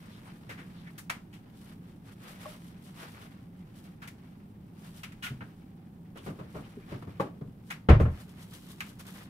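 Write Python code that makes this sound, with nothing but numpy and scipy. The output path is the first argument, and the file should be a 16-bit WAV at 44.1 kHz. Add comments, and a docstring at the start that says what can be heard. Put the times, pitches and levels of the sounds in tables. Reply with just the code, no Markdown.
"""A fridge motor hums throughout in a small furnished room. First someone tugs at a plastic bag in the
fridge: film and clothes rustle in showers of tiny snaps, among brief scrapes and sharp plastic clicks.
From about 5 s containers knock on the shelves more often, and hollow ones ring briefly. Near 7.9 s the
door thumps shut and rebounds on its seal, exciting its panel, the cabinet and the racks.
Last, the bag rustles again as it is carried out into the room."""
import sys
import numpy as np
from scipy import signal
from scipy.fft import rfft, irfft, next_fast_len
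from scipy.io import wavfile
from scipy.ndimage import map_coordinates

SR = 44100
rng = np.random.default_rng(int(sys.argv[2]) if len(sys.argv) > 2 else 0)


def put_to_file(sound):
    """Save the sound as 16-bit audio at rate SR, in the file named by the first command-line argument."""
    columns = np.atleast_2d(sound).T  # one column per channel
    safe = np.clip(columns, -1, 1)
    whole_steps = np.round(safe * 32767)
    wavfile.write(sys.argv[1], SR, whole_steps.astype(np.int16))


N = 409688

# Likeness of left and right in a diffuse field: (frequency [Hz], coherence [0..1])
COHERENCE = [(100, 0.98), (250, 0.98), (500, 0.44), (1000, 0.095), (3000, 0), (15000, 0)]
# Reverberation of the room: (frequency [Hz], t60 [s])
ROOM_DECAY = [(80, 0.36), (250, 0.35), (600, 0.33), (2000, 0.22), (5000, 0.27), (14000, 0.22)]
# Motor tones: (frequency [Hz], level [dB])
MOTOR_TONES = [(172.3, -61.5), (780.6, -84)]
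# Spectra of air, rubbing, crinkling, plastic, shelves and door racks: (frequency [Hz], gain [dB])
AIR_SPECTRUM = [(12, -70), (20, -16), (64, -17.5), (106, -6.5), (140, -9.5), (175, -2), (245, -11.5),
                (404, -22), (439, -25.5), (667, -32.5), (767, -28.5), (932, -33.5), (3850, -67.5),
                (7110, -58.5), (15500, -50)]
RUB_SPECTRUM = [(150, -22.5), (400, 2.5), (750, 0), (1200, 2.5), (2200, -1), (3500, -7.5), (5200, -13.5),
                (9000, -31), (16000, -27)]
CRINKLE_SPECTRUM = [(1000, -49), (3000, -0.5), (5000, -5.5), (7000, -7.5), (10000, -4.5), (13000, -7.5),
                    (15500, -12)]
PLASTIC_SPECTRUM = [(100, -14), (450, -1), (800, -1.5), (1300, 2), (2200, 0.5), (3200, -4.5), (4600, -11.5),
                    (7000, -15.5), (10000, -16), (15500, -21.5)]
SHELF_SPECTRUM = [(30, -20), (75, -7), (120, 4.5), (200, 0), (350, -6.5), (600, -11), (800, -16.5),
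                  (1150, -12.5), (1700, -18.5), (3000, -22.5), (6000, -29), (15000, -24)]
RACK_SPECTRUM = [(60, -27), (120, 8), (200, 2), (310, -3.5), (450, -8), (800, -10), (1400, -10),
                 (2200, -14), (3200, -22), (4500, -31), (8000, -41), (15000, -49)]
# Spells in which clothes rub: (start [s], end [s], level [dB])
CLOTHES_SPELLS = [(0.0, 0.33, -59.5), (0.4, 0.918, -62), (1.294, 1.95, -67.5), (2.258, 3.372, -63.5),
                  (3.55, 3.91, -66.5), (4.78, 5.585, -65.5), (6.25, 7.2, -63.5), (8.15, 9.29, -65)]
# Tugs at the thin bag: (peak time [s], rubbing level [dB], crinkle over rubbing [dB], swell [s])
BAG_TUGS = [(0.175, -66, -1.5, .035), (0.275, -58, -12, .018), (1.63, -64, 1.5, 0.042),
            (1.695, -57, -5, 0.021), (1.89, -71.5, 1, 0.03), (2.09, -59, -3.5, 0.022),
            (2.13, -59, -1.5, 0.0071), (2.287, -49.5, -5.5, 0.038), (2.432, -53, -2.5, 0.019),
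            (2.49, -51.5, -4.5, 0.043), (2.66, -65.5, 3.5, 0.037), (2.865, -62.5, 2.5, .025),
            (3.026, -48, -4.5, 0.036), (3.15, -56, -5.5, 0.037), (3.225, -54.5, -7, 0.031),
            (3.78, -67.5, 6.5, 0.018), (3.855, -60.5, -5, 0.022), (4.255, -65, -9, 0.053),
            (4.85, -60, 1, 0.031), (4.971, -59.5, 2, .024), (6.265, -57.5, 1, 0.024),
            (6.555, -60.5, -2.5, 0.031), (6.68, -59, -10, 0.045), (6.925, -50.5, -16, 0.024),
            (7.1, -58, -14, 0.0099), (7.701, -60, 1.5, 0.018), (8.14, -57, -6, 0.022),
            (8.21, -58.5, 2.5, 0.019), (8.293, -62.5, 2, 0.017), (8.414, -56, 0, 0.025),
            (8.545, -56.5, 4, 0.023), (8.63, -68, -8, 0.019), (8.7, -61.5, 4.5, 0.06),
            (8.88, -59, 3, 0.029), (9.01, -56.5, 3, 0.011), (9.08, -54, 1.5, 0.023),
            (9.185, -52.5, -0.5, 0.028)]
# Short slides: (peak time [s], level [dB], swell [s], resonance [Hz])
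SLIDES = [(0.14, -60.5, 0.02, 3500), (0.275, -57, 0.013, 900), (0.272, -65, .012, 9050),
          (0.79, -62.5, 0.023, 3550), (0.878, -52, 0.01, 1880), (2.258, -60, 0.0082, 3000),
          (6.189, -58, .011, 2980), (6.65, -60, 0.0077, 2750), (6.83, -63, 0.0082, 2200),
          (7.158, -61, .005, 2180)]
# Small hard contacts: (time [s], level [dB], treble gain [dB], contact length [s], resonance [Hz])
PLASTIC_CONTACTS = [(.491, -38, 0.5, 0.017, 1890), (.575, -44, -6, 0.021, 1830),
                    (0.869, -54, -10, 0.0046, 1950), (0.979, -41.5, 16, 0.008, 1810),
                    (1.097, -32, -9, 0.00061, 1230), (1.1, -29.5, 4, 0.00076, 2150),
                    (1.327, -50.5, 5, 0.016, 2800), (4.017, -41.5, -1.5, 0.015, 1480),
                    (4.074, -43.5, 9.5, 0.0052, 2180), (5.032, -38, 2, 0.0065, 2650),
                    (5.119, -52.5, 5, 0.0045, 2300), (5.223, -32, 0, 0.022, 3050),
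                    (5.238, -41, 13.5, 0.017, 1490), (5.264, -36.5, -19, 0.0041, 2280),
                    (5.406, -42, -24, 0.0074, 1470), (6.171, -51, 9.5, 0.0051, 3040),
                    (7.198, -49, 8, 0.011, 2620), (7.702, -32.5, 1, 0.009, 2050),
                    (7.894, -45, 9, 0.003, 3800), (7.998, -45.5, 8, 0.015, 2500),
                    (8.805, -32.5, 0.5, 0.0018, 2450), (8.992, -47.5, 16, 0.0066, 1280)]
# Two footsteps near the start, then blows on shelves: (time [s], relative level [dB], corner [Hz], bass gain
# [dB], contact length [s])
THUDS = [(.492, -46, 1300, -11, 0.0062), (.578, -48, 1000, -3, .02),
         (5.302, -41.5, 160, -2.5, 0.0086), (5.407, -43, 1500, 4, 0.0083),
         (6.155, -45, 1800, -12, 0.012), (6.261, -32.5, 1250, -2.5, 0.016),
         (6.387, -38.5, 1140, -5.5, 0.013), (6.543, -36.5, 1250, -4.5, 0.024),
         (6.88, -50, 1800, 1, 0.0054), (6.916, -33.5, 810, 2, 0.014), (7.023, -42, 1800, -2, 0.0026),
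         (7.071, -39, 875, 2, 0.0062), (7.197, -27.5, 1300, -11, 0.009),
         (7.258, -48, 1400, -12, 0.011), (7.411, -35, 650, 5, 0.0039), (7.44, -42, 302, 8, 0.016)]
# Notes of nudged hollow containers: (time [s], frequency [Hz], relative level [dB], t60 [s])
CONTAINER_NOTES = [(2.458, 614, -36.5, 0.18), (2.455, 1095, -40, 0.05), (2.45, 800, -46, 0.088),
                   (5.238, 1440, -35.5, 0.2), (5.304, 131, -28, 0.29), (6.769, 228.7, -38.5, 0.054),
                   (6.772, 400, -39.5, 0.086), (6.265, 352, -41.5, 0.13), (6.56, 620, -43.5, 0.11),
                   (6.92, 300, -42, .1), (7.198, 538, -25, 0.12), (7.198, 1104, -27, 0.026),
                   (7.2, 324, -47, 0.23), (7.2, 830, -31.5, 0.16), (7.2, 1130, -35, .25)]
# Modes of the cabinet and its racks: (frequency [Hz], relative level [dB])
CABINET_MODES = [(222, 0), (320, -3.5), (366, -1), (445, 0.5), (484, -6), (560, -4.5), (591, -3), (634, -6),
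                 (727, -6.5), (804, -15), (1066, -10), (1143, -9), (1201, -9), (1342, -9), (1442, -13),
                 (1687, -25)]
# Deep modes of the door panel: (frequency [Hz], relative level [dB], t60 [s])
PANEL_MODES = [(36, -10, 0.26), (67.7, -3, 0.18), (80, 3, 0.17), (110, -6.5, 0.52), (140, -1.5, 0.14),
               (176, 2.5, 0.069)]
# Door against frame: (time [s], panel gain [dB], rattle level [dB], contact length [s], corner [Hz])
DOOR_BLOWS = [(7.8863, -14.5, -15.5, 0.0069, 6000), (7.9009, -5.5, -16, 0.0045, 3480),
              (7.9304, -14, -23, 0.0092, 1500), (7.9986, -23.5, -22, 0.0018, 1170),
              (8.0106, -15.5, -30.5, 0.0065, 890), (8.052, -20.5, -31.5, 0.0038, 1290),
              (8.078, -23, -38, 0.006, 800)]

STROKE_LEAD_S = .25  # a stroke's envelope begins this long before its peak


def amp(db):
    """Amplitude ratio: a factor of ten for every 20 dB."""
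    return 10 ** (np.asarray(db) / 20)


def unit(x):
    """Normalisation to an rms of 1."""
    return x / np.sqrt(np.mean(x ** 2) + 1e-20)


def along(points, hz):
    """Interpolation of (frequency, value) points on a logarithmic frequency axis."""
    f, v = np.transpose(points)
    return np.interp(np.log(hz + 1), np.log(f + 1), v)


def wobble(per_s):
    """Slow random modulation: a spline through per_s random knots a second."""
    knots = rng.standard_normal(int(N * per_s / SR) + 4)
    return map_coordinates(knots, [np.arange(N) * per_s / SR])


def coloured(x, gain):
    """Minimum-phase filtering: the causal response with magnitude gain(hz)."""
    m = 2 ** 14
    cepstrum = irfft(np.log(np.maximum(gain(np.fft.rfftfreq(m, 1 / SR)), 1e-6)))
    cepstrum[1:m // 2] *= 2
    cepstrum[m // 2 + 1:] = 0
    response = irfft(np.exp(rfft(cepstrum)))[:m // 2]
    size = next_fast_len(x.shape[-1] + m // 2, real=True)
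    return irfft(rfft(x, size) * rfft(response, size), size)[..., :x.shape[-1]]


def add(track, s, sound):
    """Superposition: a sound joins the track at s seconds."""
    start = round(s * SR)
    sound, start = sound[:, max(0, -start):], max(0, start)
    track[:, start:start + sound.shape[-1]] += sound[:, :N - start]


def at_level(sound, db):
    """Equal energy: a transient is scaled to match 10 ms of steady sound at db."""
    return amp(db) * sound / np.sqrt(np.sum(sound ** 2) / (2 * SR / 100))


def diffuse(size):
    """Diffuse field: noise from all around is coherent in the bass, unrelated in the treble."""
    m = next_fast_len(size, real=True)
    angle = np.arccos(np.clip(along(COHERENCE, np.fft.rfftfreq(m, 1 / SR)), -1, 1)) / 2
    spectra = rfft(rng.standard_normal((2, m))) * [np.cos(angle), np.sin(angle)]
    mid, side = irfft(spectra, m)[:, :size]
    return np.array([mid + side, mid - side])


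def arrive(x, lag_samples=14):
    """Path difference: direct sound reaches the left channel slightly later."""
    return np.array([np.pad(x, (lag_samples, 0))[:len(x)], x])


def lean(x, left_db):
    """Level difference: above the bass, the left channel is louder than the right."""
    shade = lambda hz: left_db / 2 * hz ** 2 / (hz ** 2 + 300 ** 2)
    return np.array([coloured(x[0], lambda hz: amp(shade(hz))),
                     coloured(x[1], lambda hz: amp(-shade(hz)))])


def blow(length, tail_db, early_db, early_t60):
    """Impact in a room: a direct noise burst, early reflections and a reverberant tail."""
    size = SR // 3
    t = np.arange(size) / SR
    progress = t / max(length, 3e-4)
    power = progress * np.exp(-2 * progress)
    power /= power.sum()
    direct = arrive(rng.standard_normal(size) * np.sqrt(power))
    smear = np.abs(signal.fftconvolve(power, amp(-60 * t / early_t60) ** 2)[:size])
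    early = diffuse(size) * np.sqrt(smear / smear.sum())
    hz, age, bands = signal.stft(diffuse(size), SR, nperseg=256)
    decay = amp(-60 * age / along(ROOM_DECAY, hz)[:, None])
    tail = signal.istft(bands * decay, SR, nperseg=256)[1][:, :size]
    tail = unit(tail * np.cumsum(power)) / np.sqrt(size)
    return direct + amp(early_db) * early + amp(tail_db) * tail


def ring(hz, t60, blur_rad):
    """Damped mode: reflections blur its phase, and short waves differ in phase between the sides."""
    t = np.arange(SR // 2) / SR
    phase = 2 * np.pi * rng.random() + rng.standard_normal((2, 1)) * min(hz / 900, np.pi)
    drift = blur_rad * np.interp(t, np.linspace(0, .5, 64), rng.standard_normal(64))
    envelope = amp(-60 * t / t60) * (1 - np.exp(-t / 0.0024))
    return np.sin(2 * np.pi * hz * t + phase + drift) * envelope


def stroke(swell, fade_ratio=1.29, roundness=1.42):
    """Power envelope of a hand's stroke: it swells to a peak and fades a little more slowly."""
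    age = np.arange(int(.6 * SR)) / SR - STROKE_LEAD_S
    distance = np.abs(age) / np.where(age < 0, swell, swell * fade_ratio)
    return np.exp(-np.minimum(distance, 20) ** roundness)


def motor(air_db=-49, waver_db=3):
    """Tones over broadband noise: a motor hum wavers in level and phase over a low rush of air."""
    t = np.arange(N) / SR
    air = unit(coloured(diffuse(N), lambda hz: amp(along(AIR_SPECTRUM, hz))))
    hum = sum(amp(db + waver_db * wobble(3.3)) * np.sin(2 * np.pi * hz * t + 1.1 * wobble(7))
              for hz, db in MOTOR_TONES)
    return amp(air_db) * air + np.sqrt(2) * hum


def handling_gains(idle_db=-70, ramp_s=0.2, clothes_crinkle_db=-8):
    """Incoherent sources add in power: clothes and tugs set the gains of rubbing and crinkling."""
    t = np.arange(N) / SR
    clothes = np.full(N, amp(idle_db))
    for start, end, db in CLOTHES_SPELLS:
        spell = np.interp(t, [start - ramp_s, start, end, end + ramp_s], [0, 1, 1, 0])
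        clothes = np.maximum(clothes, amp(db) * spell)
    power = (clothes * amp([[0], [clothes_crinkle_db]])) ** 2
    for s, db, crinkle_db, swell in BAG_TUGS:
        add(power, s - STROKE_LEAD_S, amp([[db], [db + crinkle_db]]) ** 2 * stroke(swell))
    return np.sqrt(power)


def carried(x, step_out_s=8.1):
    """Path difference follows direction: the lag shortens when the bag is carried into the room."""
    return np.where(np.arange(N) < step_out_s * SR, arrive(x, 16), arrive(x, 7))


def rustle(snaps_per_s=380, spread_db=3, direct_db=-5, smear_t60=0.15):
    """Shot noise: rubbing and crinkling are showers of tiny snaps, smeared by the near walls."""
    out, t = np.zeros((2, N)), np.arange(SR // 8) / SR
    for gain, spectrum in zip(handling_gains(), (RUB_SPECTRUM, CRINKLE_SPECTRUM)):
        snaps = (rng.random(N) < snaps_per_s / SR) * amp(spread_db * rng.standard_normal(N)) ** 2
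        shower = lambda t60: np.sqrt(np.abs(signal.fftconvolve(snaps, amp(-60 * t / t60) ** 2)[:N]))
        reflected = unit(diffuse(N) * shower(smear_t60))
        direct = unit(carried(rng.standard_normal(N) * shower(0.01)))
        grains = coloured(reflected + amp(direct_db) * direct, lambda hz: amp(along(spectrum, hz)))
        out += gain * unit(grains)
    return out


def scrapes(relative_width=.45):
    """Sliding friction: its noise is filtered by one resonance of each object."""
    out = np.zeros((2, N))
    for s, db, swell, body_hz in SLIDES:
        push = np.sqrt(stroke(swell))
        body = lambda hz: np.hypot(1, (hz / body_hz - body_hz / (hz + 1)) / relative_width) ** -2
        friction = diffuse(len(push)) + arrive(rng.standard_normal(len(push)))
        add(out, s - STROKE_LEAD_S, amp(db) * unit(coloured(friction, body)) * push)
    return out


def clicks(body_db=6, sharpness=5):
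    """Impulse excitation: plastic lids and catches tick on a resonance; hard edges add treble."""
    out = np.zeros((2, N))
    for s, db, treble_db, length, body_hz in PLASTIC_CONTACTS:
        body = lambda hz: body_db / (1 + (sharpness * (hz / body_hz - 1)) ** 2)
        edge = lambda hz: treble_db * hz ** 4 / (hz ** 4 + 4200 ** 4)
        # small objects radiate little below their resonance
        radiation = lambda hz: hz ** 3 / (hz ** 3 + (0.33 * body_hz) ** 3)
        colour = lambda hz: amp(along(PLASTIC_SPECTRUM, hz) + body(hz) + edge(hz)) * radiation(hz)
        tick = blow(length, tail_db=-1, early_db=3, early_t60=.07)
        add(out, s, at_level(coloured(tick, colour), db))
    return out


def knocks(gain_db=3):
    """Contact compliance: soft footsteps and bumps on the shelves lose their treble; heavy ones gain bass."""
    out = np.zeros((2, N))
    for s, db, corner_hz, bass_db, length in THUDS:
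        bass = lambda hz: bass_db / (1 + (hz / 250) ** 4)
        softness = lambda hz: 1 / np.hypot(1, (hz / corner_hz) ** 1.23)
        colour = lambda hz: amp(along(SHELF_SPECTRUM, hz) + bass(hz)) * softness(hz)
        bump = blow(length, tail_db=0, early_db=4, early_t60=.09)
        add(out, s, at_level(coloured(bump, colour), db + gain_db))
    return out


def containers(gain_db=-3):
    """Free vibration: nudged hollow containers ring briefly at their natural frequencies."""
    out = np.zeros((2, N))
    for s, hz, db, t60 in CONTAINER_NOTES:
        add(out, s, at_level(ring(hz, t60, blur_rad=0.72), db + gain_db))
    return out


def door(cabinet_db=-3, cabinet_t60=0.12, seal_delay_s=0.0027):
    """Modal superposition: each blow swings the heavy panel, rings the cabinet and shakes the racks."""
    out, t = np.zeros((2, N)), np.arange(SR // 2) / SR
    panel = sum(np.sin(2 * np.pi * hz * t) * amp(db - 60 * t / t60) for hz, db, t60 in PANEL_MODES)
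    boom = -panel * (1 - np.exp(-t / 0.0063))
    for s, panel_db, rattle_db, length, corner_hz in DOOR_BLOWS:
        # the seal compresses before the panel swings
        add(out, s + seal_delay_s, amp(panel_db) * np.array([boom, boom]))
        softness = lambda hz: 1 / np.hypot(1, hz / corner_hz)
        cabinet = sum(amp(db + rng.normal(0, 2.1)) * softness(hz) * ring(hz, cabinet_t60, blur_rad=0.14)
                      for hz, db in CABINET_MODES)
        add(out, s, at_level(cabinet, rattle_db + cabinet_db))
        jolt = blow(length, tail_db=2.5, early_db=5.5, early_t60=0.13)
        rattle = coloured(jolt, lambda hz: amp(along(RACK_SPECTRUM, hz)) * softness(hz))
        add(out, s, at_level(rattle, rattle_db))
    return out


def scene():
    """Superposition: handling and impacts are louder on the left, the motor slightly on the right."""
    handling = clicks() + rustle() + scrapes()
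    fridge = door() + knocks() + containers()
    return lean(handling + fridge, left_db=1.7) + motor() * amp([[-.4], [.4]])


def record(dry):
    """Soft saturation rounds the loudest peaks; a low-pass filter then limits the band."""
    ceiling, knee, top_hz = .92, 8, 15650
    rounded = dry / (1 + np.abs(dry / ceiling) ** knee) ** (1 / knee)
    m = next_fast_len(N + SR // 2)
    passband = np.fft.rfftfreq(m, 1 / SR) < top_hz
    return irfft(rfft(rounded, m) * passband, m)[:, :N]


dry = scene()
out = record(dry)
put_to_file(out)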